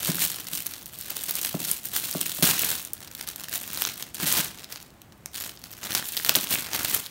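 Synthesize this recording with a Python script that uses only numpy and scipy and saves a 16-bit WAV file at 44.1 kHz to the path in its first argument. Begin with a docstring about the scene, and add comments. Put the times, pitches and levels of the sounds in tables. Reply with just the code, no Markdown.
"""Hands pull foil wrapping off a cardboard box in a small quiet bedroom; a murmur and faint hiss run under it all.
0-2.9 s: creases snap sharply (slips plus brief modes), buckle swarms crackle, bumps thud (ringing box modes).
2.9-3.7 s: gentler, limper foil. 3.8-4.4 s: firm pulls again, with two thuds. 4.6-5.9 s: mostly faint crackle.
5.9-7.1 s: a tiny zip of tape (stick-slip), the loudest snaps near 6.3 s, faint thuds, then last snaps.
Slack folds pop hollowly here and there (close modes); the room adds early reflections and a dull, diffuse tail."""
import sys
import numpy as np
from scipy import signal
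from scipy.fft import rfft, irfft
from scipy.io import wavfile
from scipy.ndimage import uniform_filter1d

SR = 44100
rng = np.random.default_rng(int(sys.argv[2]) if len(sys.argv) > 2 else 0)


def digitize_waveform(pressure):
    """Quantize a signal to 16-bit integers and store it at the path in sys.argv[1].

    Rows of a 2-D input are taken as channels; values are limited to [-1, 1].
    """
    field = np.atleast_2d(pressure).T
    bounded = np.clip(field, -1, 1)
    quanta = np.round(bounded * 32767).astype(np.int16)
    wavfile.write(sys.argv[1], SR, quanta)


N = 313110
TIME_S = np.arange(N) / SR


def undb(db):
    """Decibels to amplitude gain."""
    return 10 ** (np.asarray(db) / 20)


def rms(x):
    """Root mean square."""
    return np.sqrt(np.mean(x ** 2) + 1e-20)


def unit(x):
    """Scale to an energy of one."""
    return x / np.sqrt(np.sum(x ** 2) + 1e-20)


def fade(t_s, t60_s):
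    """Exponential decay, 60 dB down after t60_s."""
    return np.exp(-np.log(1000) * t_s / t60_s)


def add(track, at_s, sound):
    """Mix a sound into the track at at_s."""
    start = int(np.clip(at_s * SR, 0, N - 1))
    track[start:start + len(sound)] += sound[:N - start]


def butter(hz, kind, order=3):
    """Butterworth coefficients."""
    return signal.butter(order, hz, kind, fs=SR)


def colour(x, points):
    """Filter by a spectrum of (f/Hz, level/dB) points, interpolated over log frequency."""
    points_hz, points_db = np.transpose(points)
    bins_hz = np.maximum(np.fft.rfftfreq(len(x), 1 / SR), 1)
    gain_db = np.interp(np.log(bins_hz), np.log(points_hz), points_db)
    return irfft(rfft(x) * undb(gain_db), len(x))


def flicker(hold_s):
    """Random values held for hold_s and smoothed, rms of one."""
    hold = max(int(hold_s * SR), 32)
    steps = rng.standard_normal(N // 32 + 1)[np.arange(N) // hold]
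    smooth = uniform_filter1d(steps, hold)
    return smooth / rms(smooth)


# still air of the room, spectrum: f/Hz, relative level per Hz/dB
AIR_SPECTRUM = [(15, -51), (25, -7.5), (133, -5), (204, -6.5), (289, -10), (322, -11), (359, -11.5),
                (410, -16), (537, -16.5), (703, -15), (782, -17), (6050, -34), (10600, -32.5), (15500, -34)]
AIR_DB = -52.5


def air():
    """Steady low murmur of the house under a faint hiss: coloured noise."""
    noise = colour(rng.standard_normal(N), AIR_SPECTRUM)
    noise = signal.lfilter(*butter(49, "high"), noise)
    return noise / rms(noise) * undb(AIR_DB)


def bedroom(x, wet_db, t60_s, dull_hz=6000, first_s=.006, size=22000, count=10):
    """A few early reflections and a diffuse tail, dulled by bedding and curtains."""
    t_s = np.arange(size) / SR
    noise = rng.standard_normal(size)
    reflections = rng.integers(int(first_s * SR), int(.03 * SR), count)
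    noise[reflections] += 9 * rng.choice([-1, 1], count)
    dulled = signal.lfilter(*butter(dull_hz, "low", order=1), noise)
    tail = dulled * fade(t_s, t60_s) * (t_s > first_s)
    return x + undb(wet_db) * signal.fftconvolve(x, unit(tail))[:N]


def far_wall(x, lag_s=0.058, echo_db=-15, dull_hz=350):
    """The body of a thud comes back once from across the room."""
    body = signal.lfilter(*butter(dull_hz, "low"), x)
    return x + undb(echo_db) * np.interp(TIME_S - lag_s, TIME_S, body, left=0)


# bumps on the box: t/s, level before gain_db/dB, hardness/(dB per octave), ring time factor
# (a hand on the box shortens the ring)
BOX_BUMPS = [(0.0874, -15, -5, 0.81), (0.525, -39, -5, 1.7), (1.5425, -17.5, -0.5, 0.7), (2.149, -23, 1, 1),
             (2.386, -34, 2.5, 0.89), (2.4228, -15, -2.5, 0.98), (2.484, -26.5, -1, 1.1),
             (2.631, -36, 1, 1.1), (4.226, -25.5, -7.5, 1.3), (4.388, -22.5, -1.5, 0.45),
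             (6.296, -30.5, 8, 0.49), (6.357, -26.5, 6, 0.35), (6.365, -26.5, 1.5, 1.04),
             (6.517, -40, 2.5, 1), (6.578, -38.5, 3.5, 0.93)]
# cardboard modes: nominal f/Hz, level/dB, t60 before the ring factor/s
BOX_MODES = [(160, -8, 0.084), (180, -1.5, 0.09), (216.2, -4, 0.049), (282, -3, 0.068), (396, -2.5, 0.03),
             (620, -17, 0.022), (635, -4.5, 0.025), (1176, -15.5, 0.019), (1380, -14.5, 0.014)]


def box(gain_db=4, travel_s=0.002, push_cycles=0.37, detune=0.022, cancel_hz=160, size=9000):
    """Bumps ring the cardboard; high bending waves travel faster, so each thud drops in pitch."""
    out, t_s = np.zeros(N), np.arange(size) / SR
    mode_hz, mode_db, t60_s = np.transpose(BOX_MODES)[:, :, None]
    octaves = np.log2(mode_hz / mode_hz[1])
    for at_s, db, hardness_db, ring_factor in BOX_BUMPS:
        hz = mode_hz * (1 + detune * rng.standard_normal(mode_hz.shape))  # the grip shifts the modes
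        age_s = np.maximum(t_s - travel_s * (mode_hz[1] / mode_hz), 0)
        ring = np.sin(2 * np.pi * hz * age_s) * fade(age_s, ring_factor * t60_s)
        modes = undb(mode_db + hardness_db * octaves) * ring
        push = 1 - np.exp(-age_s * hz / push_cycles)  # a soft hand builds each mode up gradually
        add(out, at_s, undb(db + gain_db) * np.sum(push * modes, axis=0))
    # at low pitch the air slips round the panel and little is radiated
    return signal.lfilter(*butter(cancel_hz, "high"), out)


# slack folds popping over: t/s, level before gain_db/dB, nominal f/Hz
FOLD_POPS = [(0.184, -29, 1490), (0.22, -26, 2520), (1.374, -33.5, 2350), (2.635, -21.5, 2430),
             (3.484, -35, 1690), (4.008, -41, 1090), (6.026, -33, 1870), (6.151, -35.5, 2130),
             (6.199, -28.5, 1910), (6.556, -21.5, 2470)]


def folds(gain_db=20, cycles=16, spread=0.065, size=900, count=4):
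    """A slack fold pops over with a short hollow tone, a cluster of close modes."""
    out, t_s = np.zeros(N), np.arange(size) / SR
    for at_s, db, pitch_hz in FOLD_POPS:
        hz = pitch_hz * (1 + spread * rng.standard_normal((count, 1)))
        modes = np.sin(2 * np.pi * hz * t_s) * fade(t_s, cycles / pitch_hz)
        add(out, at_s, undb(db + gain_db) * unit(modes.sum(axis=0)))
    return out


def tape(start_s=6.045, length_s=0.047, slips_hz=215, db=-33, breadth_db=-9, length_ms=.3, jitter_s=0.00028):
    """Tape peels in nearly even stick-slip steps, a tiny zip; rows as in CREASE_SNAPS."""
    times_s = start_s + np.arange(0, length_s, 1 / slips_hz)
    return [(at_s + jitter_s * rng.standard_normal(), db, breadth_db, length_ms) for at_s in times_s]


# pulls and squeezes: t at full force/s, crackle level/dB, rise over 20 dB/s, hold/s, slackness/dB
# (slack foil sounds lower)
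SHEET_PULLS = [(0.08, -28, 0.25, .025, 2), (0.215, -22, 0.085, 0.018, -3), (0.306, -39, .05, 0.11, 3.5),
               (0.477, -36, 0.025, 0.0055, 1.5), (0.53, -32.5, 0.026, 0.056, -3.5),
               (0.652, -41, 0.038, 0.12, 2), (0.87, -46, 0.13, 0.13, -1.5), (1, -41, 0.13, 0.11, -1),
               (1.102, -36.5, 0.053, .02, 4.5), (1.166, -35, .02, 0.1, -2), (1.288, -33, 0.062, .025, -1),
               (1.354, -31, .01, .035, -2.5), (1.436, -32.5, 0.12, 0.085, -0.5),
               (1.612, -36.5, .1, 0.05, 0), (1.705, -27, 0.16, 0.0074, -3), (1.855, -36.5, 0.04, .01, -2.5),
               (1.956, -25.5, 0.053, 0.0034, -1.5), (2.044, -31, 0.055, 0.03, -1.5),
               (2.157, -32, 0.07, 0.23, -3), (2.382, -38, .02, .03, -1), (2.432, -21, 0.0082, 0.068, 4),
               (2.582, -26, 0.15, 0.15, -0.5), (2.779, -35.5, 0.081, 0.02, -1),
               (3.024, -47, 0.18, 0.03, 5.5), (3.21, -43.5, 0.16, 0.017, 5.5),
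               (3.279, -39, 0.011, 0.011, 1.5), (3.392, -42.5, 0.046, 0.044, 4),
               (3.535, -31, 0.07, 0.014, 1), (3.673, -42.5, .1, 0.073, 5), (3.826, -33.5, 0.36, 0.066, 2.5),
               (4.005, -39.5, 0.1, 0.021, 2), (4.144, -40.5, 0.0055, 0.037, 1.5),
               (4.21, -29, 0.028, .015, 6.5), (4.265, -24, 0.012, 0.076, 1.5),
               (4.365, -24, .07, 0.022, 4.5), (4.597, -47.5, 0.088, 0.019, 6.5),
               (4.713, -42, 0.039, 0.014, 5), (4.806, -52, .05, 0.015, 3), (5.346, -37, .02, 0.12, 2),
               (5.648, -48, .05, 0.13, 3.5), (5.834, -36.5, 0.06, 0.085, 7.5),
               (5.954, -29.5, 0.097, 0.023, 4.5), (6.094, -35.5, .1, 0.15, -4.5),
               (6.17, -38.5, 0.082, 0.08, -3), (6.267, -32, 0.064, 0.19, 3.5), (6.523, -24, 0.046, 0.02, 3),
               (6.61, -41.5, 0.092, 0.15, 11.5), (6.732, -32.5, .01, 0.12, 7),
               (6.902, -27, 0.065, 0.056, 2.5)]
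RELEASE_S, SAG_DB_PER_S, REST_DB = 0.12, 13.5, -76.5  # fall over 20 dB; easing from full force on; hands at rest
FIRM_DB, LIMP_DB_PER_DB = -33.5, 0.11  # below a firm pull the sheet goes limp


def handling():
    """Effort and slackness in dB: pulls build up, ease, die away; gentle handling leaves the foil limp."""
    power, slack = np.full(N, undb(REST_DB) ** 2), np.zeros(N)
    for full_s, db, rise_s, hold_s, slack_db in SHEET_PULLS:
        age_s = TIME_S - full_s
        rising = np.maximum(-age_s, 0) / max(rise_s, .002)
        falling = np.maximum(age_s - hold_s, 0) / RELEASE_S
        fall = rising + falling
        near = fall < 3  # ignore below -60 dB
        sag_db = SAG_DB_PER_S * np.maximum(age_s[near], 0)
        pull = undb(db - 20 * fall[near] - sag_db) ** 2
        power[near] += pull
        slack[near] += pull * slack_db
    effort_db = 10 * np.log10(power)
    return effort_db, slack / power + LIMP_DB_PER_DB * (FIRM_DB - effort_db)


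def small_creases(effort_db, slack_db, rate_hz=19, over_db=8, gentle_gain=0.25, scatter_db=2.0,
                  breadth_db=-3, breadth_scatter_db=6, length_ms=0.46, count=400):
    """Lesser creases snap at random, following effort but standing out in gentle handling; CREASE_SNAPS rows."""
    gaps, chance = rng.gamma(2, .5, count), rng.standard_normal((count, 3))
    times_s = np.cumsum(gaps) / rate_hz
    effort = np.interp(times_s, TIME_S, effort_db)
    slack = np.interp(times_s, TIME_S, slack_db)
    db = effort + over_db + gentle_gain * (FIRM_DB - effort) + scatter_db * chance[:, 0]
    breadth = breadth_db + slack + breadth_scatter_db * chance[:, 1]
    lengths_ms = length_ms * np.exp(.5 * chance[:, 2])
    rows = np.transpose([times_s, db, breadth, lengths_ms])
    return list(rows[times_s < TIME_S[-1]])


def flurries(effort_db, creases, flurry_db=-7, t60_s=.07, load_share=.45):
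    """A snapping crease loads the foil around it; crackle leaps higher in a harder pull. Returns dB."""
    power, decay = undb(effort_db) ** 2, fade(TIME_S[:SR // 10], t60_s)
    for at_s, db, _, _ in creases:
        leap_db = flurry_db + (1 - load_share) * db + load_share * effort_db[int(at_s * SR)]
        add(power, at_s, (undb(leap_db) * decay) ** 2)
    return 10 * np.log10(power)


def facet(slip_s, ring_db, cycles=11, spread_db=-14, spread_t60_s=0.1, size=1100, count=5):
    """One patch of foil flips: a jerky slip, a few brief modes, and waves spreading through the sheet."""
    t_s = np.arange(size) / SR
    slip = unit(rng.standard_normal(size) * np.exp(-(t_s / slip_s) ** 2))
    hz = np.exp(rng.uniform(np.log(1600), np.log(15000), (count, 1)))
    onset_s = slip_s * rng.random((count, 1))  # modes start at scattered times as the crease runs
    age_s = np.maximum(t_s - onset_s, 0)
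    modes = hz * np.sin(2 * np.pi * hz * age_s) * fade(age_s, cycles / hz)
    ring = unit(np.sum(modes, axis=0))
    spread = unit(rng.standard_normal(size) * fade(t_s, spread_t60_s))
    return unit(slip + undb(ring_db) * ring + undb(spread_db) * spread)


LOW_EDGE_HZ, HIGH_EDGE_HZ = 2500, 7000


def registers(x):
    """Split into treble, middle and low middle."""
    edges = [(HIGH_EDGE_HZ, "high"), ([LOW_EDGE_HZ, HIGH_EDGE_HZ], "band"), (LOW_EDGE_HZ, "low")]
    return [signal.lfilter(*butter(hz, kind), x) for hz, kind in edges]


def avalanches(effort_db, rate_hz=480, rate_growth=0.55, t60_s=.011, scatter_db=3.5, rest=.6, size=1200):
    """One buckle trips its neighbours: activity leaps up and dies within milliseconds; mean of one."""
    per_second = rate_hz * undb(rate_growth * (effort_db + 36))  # hard pulls merge the runs into one rush
    hits = rng.random(N) < per_second / SR
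    triggers = hits * undb(scatter_db * rng.standard_normal(N)) / per_second
    runs = np.abs(signal.fftconvolve(triggers, fade(np.arange(size) / SR, t60_s))[:N])
    return (rest + runs / runs.mean()) / (rest + 1)


# taut foil against its treble; the middle follows slackness only in part
MIDDLE_DB, LOW_DB, MIDDLE_SHARE = -5, -10, 0.38


def crackle(effort_db, slack_db, rate_hz=2100, rate_growth=.5, scatter_db=3.0, even_s=0.087,
            treble_db=-2.0, patchy_db=1.2, rub_db=-13, count=96):
    """Swarms of tiny buckles; harder handling sets off more of them, and slack foil sounds lower."""
    burst = avalanches(effort_db)
    per_second = rate_hz * burst * undb(rate_growth * (effort_db + 39.0))
    at = np.flatnonzero(rng.random(N) < per_second / SR)
    chance = np.minimum(rng.exponential(size=N), 3.5)  # many small, a few large
    sizes = (np.sqrt(burst) * undb(scatter_db * chance))[at]
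    patches = rng.integers(0, count, N)[at]
    slips_s = 0.00048 * undb(4.38 * rng.standard_normal(count))
    facets = [facet(slip_s, ring_db=-2.5) for slip_s in slips_s]
    swarm = np.zeros(N)
    for i, size, patch in zip(at, sizes, patches):
        add(swarm, i / SR, size * facets[patch])
    swarm += undb(rub_db) * rms(swarm) * rng.standard_normal(N)  # foil sliding over foil
    # buckles share the work of the hands: even out the swarm, then let effort set the level
    window = int(even_s * SR)
    power = uniform_filter1d(uniform_filter1d(swarm ** 2, window), window)
    swarm /= np.sqrt(power + 1e-12)
    # bursts come from different folds: each register flickers by itself
    bands = [band * undb(patchy_db * flicker(hold_s=.004)) for band in registers(swarm)]
    shares_db = treble_db, MIDDLE_DB + MIDDLE_SHARE * slack_db, LOW_DB + slack_db
    return sum(band / rms(band) * undb(effort_db + db) for band, db in zip(bands, shares_db))


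# large creases snapping through: t/s, level before gain_db/dB, breadth/dB, length before slip_share/ms
# (a broad crease sounds lower)
CREASE_SNAPS = [(0.0723, -20, -6, 0.56), (0.155, -21, -6, .3), (0.2387, -23, -5, 1.3), (0.3597, -26, 0, .7),
                (0.5337, -23.5, 0, 0.26), (0.554, -27, -15, 0.17), (0.6665, -18, -16, 0.68),
                (0.8588, -28, -1, 0.18), (1.011, -26, -5, 1.05), (1.1047, -22, -9, .8),
                (1.1675, -22.5, 2, 0.73), (1.237, -21.5, -9, 0.11), (1.3094, -18, -5, 0.36),
                (1.3534, -21.5, -1, 0.69), (1.4477, -16.5, 1.5, 2.3), (1.6014, -25, -1, 1.2),
                (1.641, -29, 0, 0.16), (1.7143, -13, -13, 0.65), (1.855, -21, -17, .7),
                (1.9637, -14, -2, .6), (2.112, -22, -12, .2), (2.213, -15.5, -3, 0.27),
                (2.261, -24, 3, 0.23), (2.3177, -24, 5.5, 0.67), (2.425, -11, 0.5, 1.1),
                (2.43, -11, 2, 0.27), (2.4518, -15, -1, 0.35), (2.7034, -15.5, -4, 0.27),
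                (2.8505, -27, -15, 0.13), (2.934, -20, -16.5, .35), (3.0047, -36.5, 2, 0.9),
                (3.0796, -39.5, 19, .4), (3.1505, -28, 2, .45), (3.2106, -24.5, 4, 1.6),
                (3.2746, -26.5, 2, 0.85), (3.2874, -22.5, 0, 0.92), (3.36, -27, -4, .4),
                (3.4066, -32, 0, 0.99), (3.485, -29.5, 2, 0.79), (3.774, -23, 6, .3),
                (3.8208, -14, 4, 0.29), (3.851, -17, 18, 0.53), (3.8713, -24.5, 15, 0.94),
                (4.0258, -25.5, 16, 0.43), (4.1453, -26, -3.5, 0.92), (4.231, -23, 2, 1),
                (4.2694, -22, 0, 0.49), (4.6429, -31.5, 10, 1.67), (5.0175, -38.5, 0, .9),
                (5.1228, -45, 10, 0.59), (5.259, -25, 3.5, 0.345), (5.402, -27, 1, 0.63),
                (5.4387, -28.5, 8, 0.42), (5.4938, -30.5, 7, 0.89), (5.5736, -39, 27, 0.75),
                (5.6397, -32, 5, 0.47), (5.9505, -13, 12, 0.068), (5.981, -28, 11, 0.42),
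                (6.1683, -19, 5, 0.48), (6.1746, -20.5, 13, 0.26), (6.248, -15.5, 4, .6),
                (6.2933, -6.5, 5.5, 1), (6.3525, -12.5, 9, 0.19), (6.3566, -8, -7, 0.75),
                (6.3644, -15.5, 2, 0.41), (6.7325, -21, 8, 0.96), (6.75, -22, -1, 0.33),
                (6.847, -16, -14, 2), (6.9475, -13.5, -16, 0.18)]
SNAP_LOW_DB, SNAP_LOW_SHARE = -6, 1.23  # low middle against treble, and its growth with breadth


def snaps(creases, gain_db=19.0, slip_share=1.41, thin_hz=520):
    """Creases give way one by one, each with its own slip time and colour."""
    out = np.zeros(N)
    for at_s, db, breadth_db, length_ms in creases:
        length_s = max(length_ms, .1) / 1000
        flip = facet(slip_s=slip_share * length_s, ring_db=-8)
        shares_db = 0, breadth_db, SNAP_LOW_DB + SNAP_LOW_SHARE * breadth_db
        snap = sum(undb(share) * band for band, share in zip(registers(flip), shares_db))
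        add(out, at_s, undb(db + gain_db) * unit(snap))
    # a narrow crease moves too little air to carry any bass
    return signal.lfilter(*butter(thin_hz, "high", order=2), out)


# colour of the foil: f/Hz, level/dB
FOIL_COLOUR = [(30, -26), (90, -3.5), (170, -0.5), (300, 0), (480, -3.5), (1000, -1.5), (1600, -0.5),
               (2300, -2.5), (3200, 1.5), (4200, 3.2), (5600, 0.5), (7600, -1), (11300, 4), (13600, 1),
               (15400, 5)]


def scene():
    """Foil and box in the bedroom."""
    effort_db, slack_db = handling()
    creases = list(CREASE_SNAPS) + small_creases(effort_db, slack_db)
    crackle_db = flurries(effort_db, creases)
    sheet = crackle(crackle_db, slack_db) + folds() + snaps(creases + tape())
    foil = bedroom(colour(sheet, FOIL_COLOUR), wet_db=-14.0, t60_s=0.51)
    thuds = bedroom(far_wall(box()), wet_db=-10.5, t60_s=0.44)
    return (air() + thuds + foil)[None]


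# hollows in the response of the microphone port: f/Hz, width/Hz, depth/dB
PORT_HOLLOWS = [(4990, 170, -5.5), (10570, 1700, -6)]
TOP_HZ = 15700


def record(dry):
    """The microphone port cuts two hollows; the phone clips at full scale and cuts the top."""
    for hz, width_hz, depth_db in PORT_HOLLOWS:
        peak = signal.lfilter(*signal.iirpeak(hz, hz / width_hz, fs=SR), dry)
        dry = dry - (1 - undb(depth_db)) * peak
    low_pass = signal.ellip(10, .1, 70, TOP_HZ, fs=SR, output="sos")
    return signal.sosfilt(low_pass, np.clip(dry, -1, 1))


dry = scene()
out = record(dry)
digitize_waveform(out)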